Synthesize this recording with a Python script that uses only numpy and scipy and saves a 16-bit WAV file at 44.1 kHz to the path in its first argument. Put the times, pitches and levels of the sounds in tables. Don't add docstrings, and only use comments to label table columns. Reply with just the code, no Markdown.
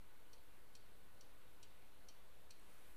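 import sys
import numpy as np
from scipy import signal
from scipy.fft import rfft, irfft
from scipy.io import wavfile
from scipy.ndimage import uniform_filter1d, map_coordinates

SR = 44100
rng = np.random.default_rng(int(sys.argv[2]) if len(sys.argv) > 2 else 0)


def volts_from_db(level):
    exponent = np.asarray(level, float) / 20
    return 10 ** exponent


def master_out(mix):
    frames = np.transpose(np.atleast_2d(mix))
    ceiling = np.clip(frames, -1, 1)
    pcm = np.round(ceiling * 32767).astype(np.int16)
    wavfile.write(sys.argv[1], SR, pcm)


N = 130536

# [t/s, peak level/dB]
LANDINGS = [
    (0.3313, -51.5),
    (0.7514, -48),
    (1.2092, -49),
    (1.6286, -50),
    (2.0863, -48),
    (2.506, -48),
]
# [delay t/s, level/dB]
CONTACTS = [
    (-.0002, 0),
    (.0024, -10),
    (.0034, -9),
    (.0062, -17),
    (.0122, -15),
    (.0200, -20),
]
# [tick level/dB, tock level/dB]
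PLATE_LEVELS = [(-22.5, -16), (-16.5, -15.5), (-15.5, -22), (-16, -9), (-10.5, -7), (-5.5, -5.5), (-4, -6),
                (2, -3.5), (-0.5, -5), (-15.5, -14), (-20, -13.5), (-12, -12), (-25, -16), (-26, -15.5)]
PLATE_PITCHES = [2500, 2930, 3130, 4020, 4240, 4470, 5350, 5715, 6050, 7250, 7870, 8560, 9100, 10300]
PLATE_DECAYS = [.04, .03, .06, .025, .03, .022, .014, .018, .014, .025, .016, .025, .014, .014]
# [f/Hz, t/s]
ROOM_DECAY = [(2000, 0.72), (4500, 0.44), (7000, .18), (12000, 0.09)]
# [f/Hz, level/dB]
ROOM_COLOUR = [(2000, -1), (4500, 3), (5700, -5.5), (7500, 3), (11000, -10)]
# [t/s, f/Hz, level/dB]
SQUEAK = [
    (2.67, 11500, -105),
    (2.7, 12100, -84),
    (2.738, 11900, -85),
    (2.768, 12100, -83),
    (2.782, 12170, -104),
    (2.8, 12190, -81),
    (2.85, 11740, -82),
    (2.915, 12175, -80),
    (2.96, 11885, -82),
]
# [t/s, level/dB]
RUBBING = [
    (2.5, -100),
    (2.6, -75.5),
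    (2.7, -72.5),
    (2.8, -73),
    (2.9, -72.5),
    (2.96, -74),
]
# [f/Hz, level/dB per Hz]
RUSTLE_COLOUR = [(250, 1), (500, 5.5), (2000, 6), (3500, 1), (5500, -6), (8000, -3.5), (10500, -0.5),
                 (15500, -17)]
# [f/Hz, level/dB per Hz]
AIR_COLOUR = [(88, -32), (150, -7), (199, -2), (232, -6.5), (424, -6), (488, -5), (832, -9), (1030, -8.5),
              (4300, -17), (5590, -36.5), (9460, -120)]
# [f/Hz, level/dB per Hz]
HISS_COLOUR = [(2650, -44), (4500, -30.5), (5450, -3.5), (6250, -6), (6840, -7), (8810, 2), (12300, 5),
               (15000, -1)]
# [f/Hz, level/dB per Hz]
DRIFT_COLOUR = [(1, -8), (4, -10), (12, -7), (20, -10.5), (35, -14), (80, -17.5), (130, -23.5), (170, -44)]
# [f/Hz, rms level/dB]
BUZZ_LINES = [(100, -87), (199, -89.5), (300, -88.5), (400, -88.5), (500, -85.5), (600, -95), (900, -91.5),
              (1479, -87.5)]

SINE_PEAK_DB = 3.01


def unit(x):
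    return x / np.sqrt(np.mean(x ** 2) + 1e-20)


def along(points, hz):
    f, value = np.transpose(points)
    return np.interp(np.log(hz + 1), np.log(f + 1), value)


def curves(rows):
    s, *columns = np.transpose(rows)
    return [np.interp(np.arange(N) / SR, s, column) for column in columns]


def wobble(rate):
    points = rng.standard_normal(int(N * rate / SR) + 4)
    return map_coordinates(points, [np.arange(N) * rate / SR])


def rush(spectrum, patchy_db):
    z = signal.stft(rng.standard_normal(N + 1024), nperseg=512)[2]
    field = uniform_filter1d(rng.standard_normal(z.shape), size=6, axis=0)
    field = uniform_filter1d(field, size=14, axis=1)
    x = signal.istft(z * volts_from_db(patchy_db * unit(field)), nperseg=512)[1][:N]
    colour = volts_from_db(along(spectrum, np.fft.rfftfreq(N, 1 / SR)))
    return unit(irfft(rfft(x) * colour, N))


def contact(u, plate_db):
    rise_s, mode_vary_db, crack_db, crack_t60 = .0011, 1.5, -5, .02
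    hz, t60 = np.array([PLATE_PITCHES, PLATE_DECAYS])[:, :, None]
    onset = 1 - np.exp(-u / rise_s)
    level = plate_db + mode_vary_db * rng.standard_normal(hz.shape)
    tones = volts_from_db(level - 60 * u / t60) * np.sin(2 * np.pi * hz * u)
    ring = tones.sum(axis=0) * onset
    crack = onset * volts_from_db(crack_db - 60 * u / crack_t60) * rng.standard_normal(len(u))
    band = signal.butter(2, (3120, 11900), "bandpass", fs=SR, output="sos")
    return ring + signal.sosfilt(band, crack)


def escapement():
    lead_s, delay_vary_s, hit_vary_db = .002, .0002, 1.5
    ring_db, room_db, blow_s = -2, -2.5, .0045
    out, t = np.zeros(N + SR), np.arange(SR // 2) / SR
    tick_db, tock_db = np.transpose(PLATE_LEVELS)[:, :, None]
    for k, (s, db) in enumerate(LANDINGS):
        plate_db = tock_db if k % 2 else tick_db
        beat = np.zeros(len(t))
        for delay, hit_db in CONTACTS:
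            u = np.maximum(t - lead_s - delay - delay_vary_s * rng.normal(), 0)
            beat += volts_from_db(hit_db + hit_vary_db * rng.normal()) * contact(u, plate_db)
        beat *= volts_from_db(db + ring_db) / np.abs(beat).max()
        blow = beat * np.exp(-(t / blow_s) ** 4)
        start = round((s - lead_s) * SR)
        out[start:][:len(t)] += beat + volts_from_db(room_db) * walls(blow)
    return out[:N]


def walls(x):
    gap_s = .005
    hz, t, z = signal.stft(rng.standard_normal(SR // 2), SR, nperseg=256)
    fade_db = 60 * t / along(ROOM_DECAY, hz)[:, None]
    level = along(ROOM_COLOUR, hz)[:, None] - fade_db
    tail = signal.istft(z * volts_from_db(level), SR, nperseg=256)[1]
    delayed = np.pad(x, (round(gap_s * SR), 0))
    return signal.fftconvolve(delayed, tail / np.linalg.norm(tail))[:SR // 2]


def squeaking_bush():
    rough_db, jitter_hz = 1.5, 12
    hz, db = curves(SQUEAK)
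    squeak = np.zeros(N)
    for share, drop in [(1, 0), (.905, -7)]:
        level = volts_from_db(db + SINE_PEAK_DB + drop + rough_db * wobble(76))
        pitch = share * hz + jitter_hz * wobble(150)
        squeak += level * np.sin(2 * np.pi * np.cumsum(pitch) / SR)
    return squeak


def fingertip():
    start_s, level_db, t60 = 2.596, -64, 0.029
    u = np.maximum(np.arange(N) / SR - start_s, 0)
    tap = (u > 0) * volts_from_db(level_db - 60 * u / t60) * rng.standard_normal(N)
    return signal.sosfilt(signal.butter(2, (8000, 13000), "bandpass", fs=SR, output="sos"), tap)


def turned_hand():
    rub_level = volts_from_db(curves(RUBBING)[0] + 0.5 * wobble(25.23))
    return squeaking_bush() + fingertip() + rub_level * rush(RUSTLE_COLOUR, patchy_db=-1.0)


def mains_buzz():
    sway_db, t = 1.5, np.arange(N) / SR
    buzz = np.zeros(N)
    for hz, db in BUZZ_LINES:
        level = volts_from_db(db + SINE_PEAK_DB + sway_db * wobble(4.78))
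        buzz += level * np.sin(2 * np.pi * (hz * t + rng.random()))
    return buzz


def room_tone():
    air_db, air_sway_db, hiss_db, drift_db = -71.5, .4, -80, -69
    air = volts_from_db(air_db + air_sway_db * wobble(2.27)) * rush(AIR_COLOUR, patchy_db=1.06)
    hiss = volts_from_db(hiss_db) * rush(HISS_COLOUR, patchy_db=-1.5)
    drift = volts_from_db(drift_db) * rush(DRIFT_COLOUR, patchy_db=0.2)
    return air + hiss + drift + mains_buzz()


def scene():
    return (escapement() + turned_hand() + room_tone())[None]


def band_limit(x):
    return signal.sosfilt(signal.butter(12, 15200, fs=SR, output="sos"), x)


def record(dry):
    top_hz, offset = 15200, -.0033
    cut = irfft(rfft(dry) * (np.fft.rfftfreq(N, 1 / SR) < top_hz), N)
    return band_limit(cut + offset)


dry = scene()
out = record(dry)
master_out(out)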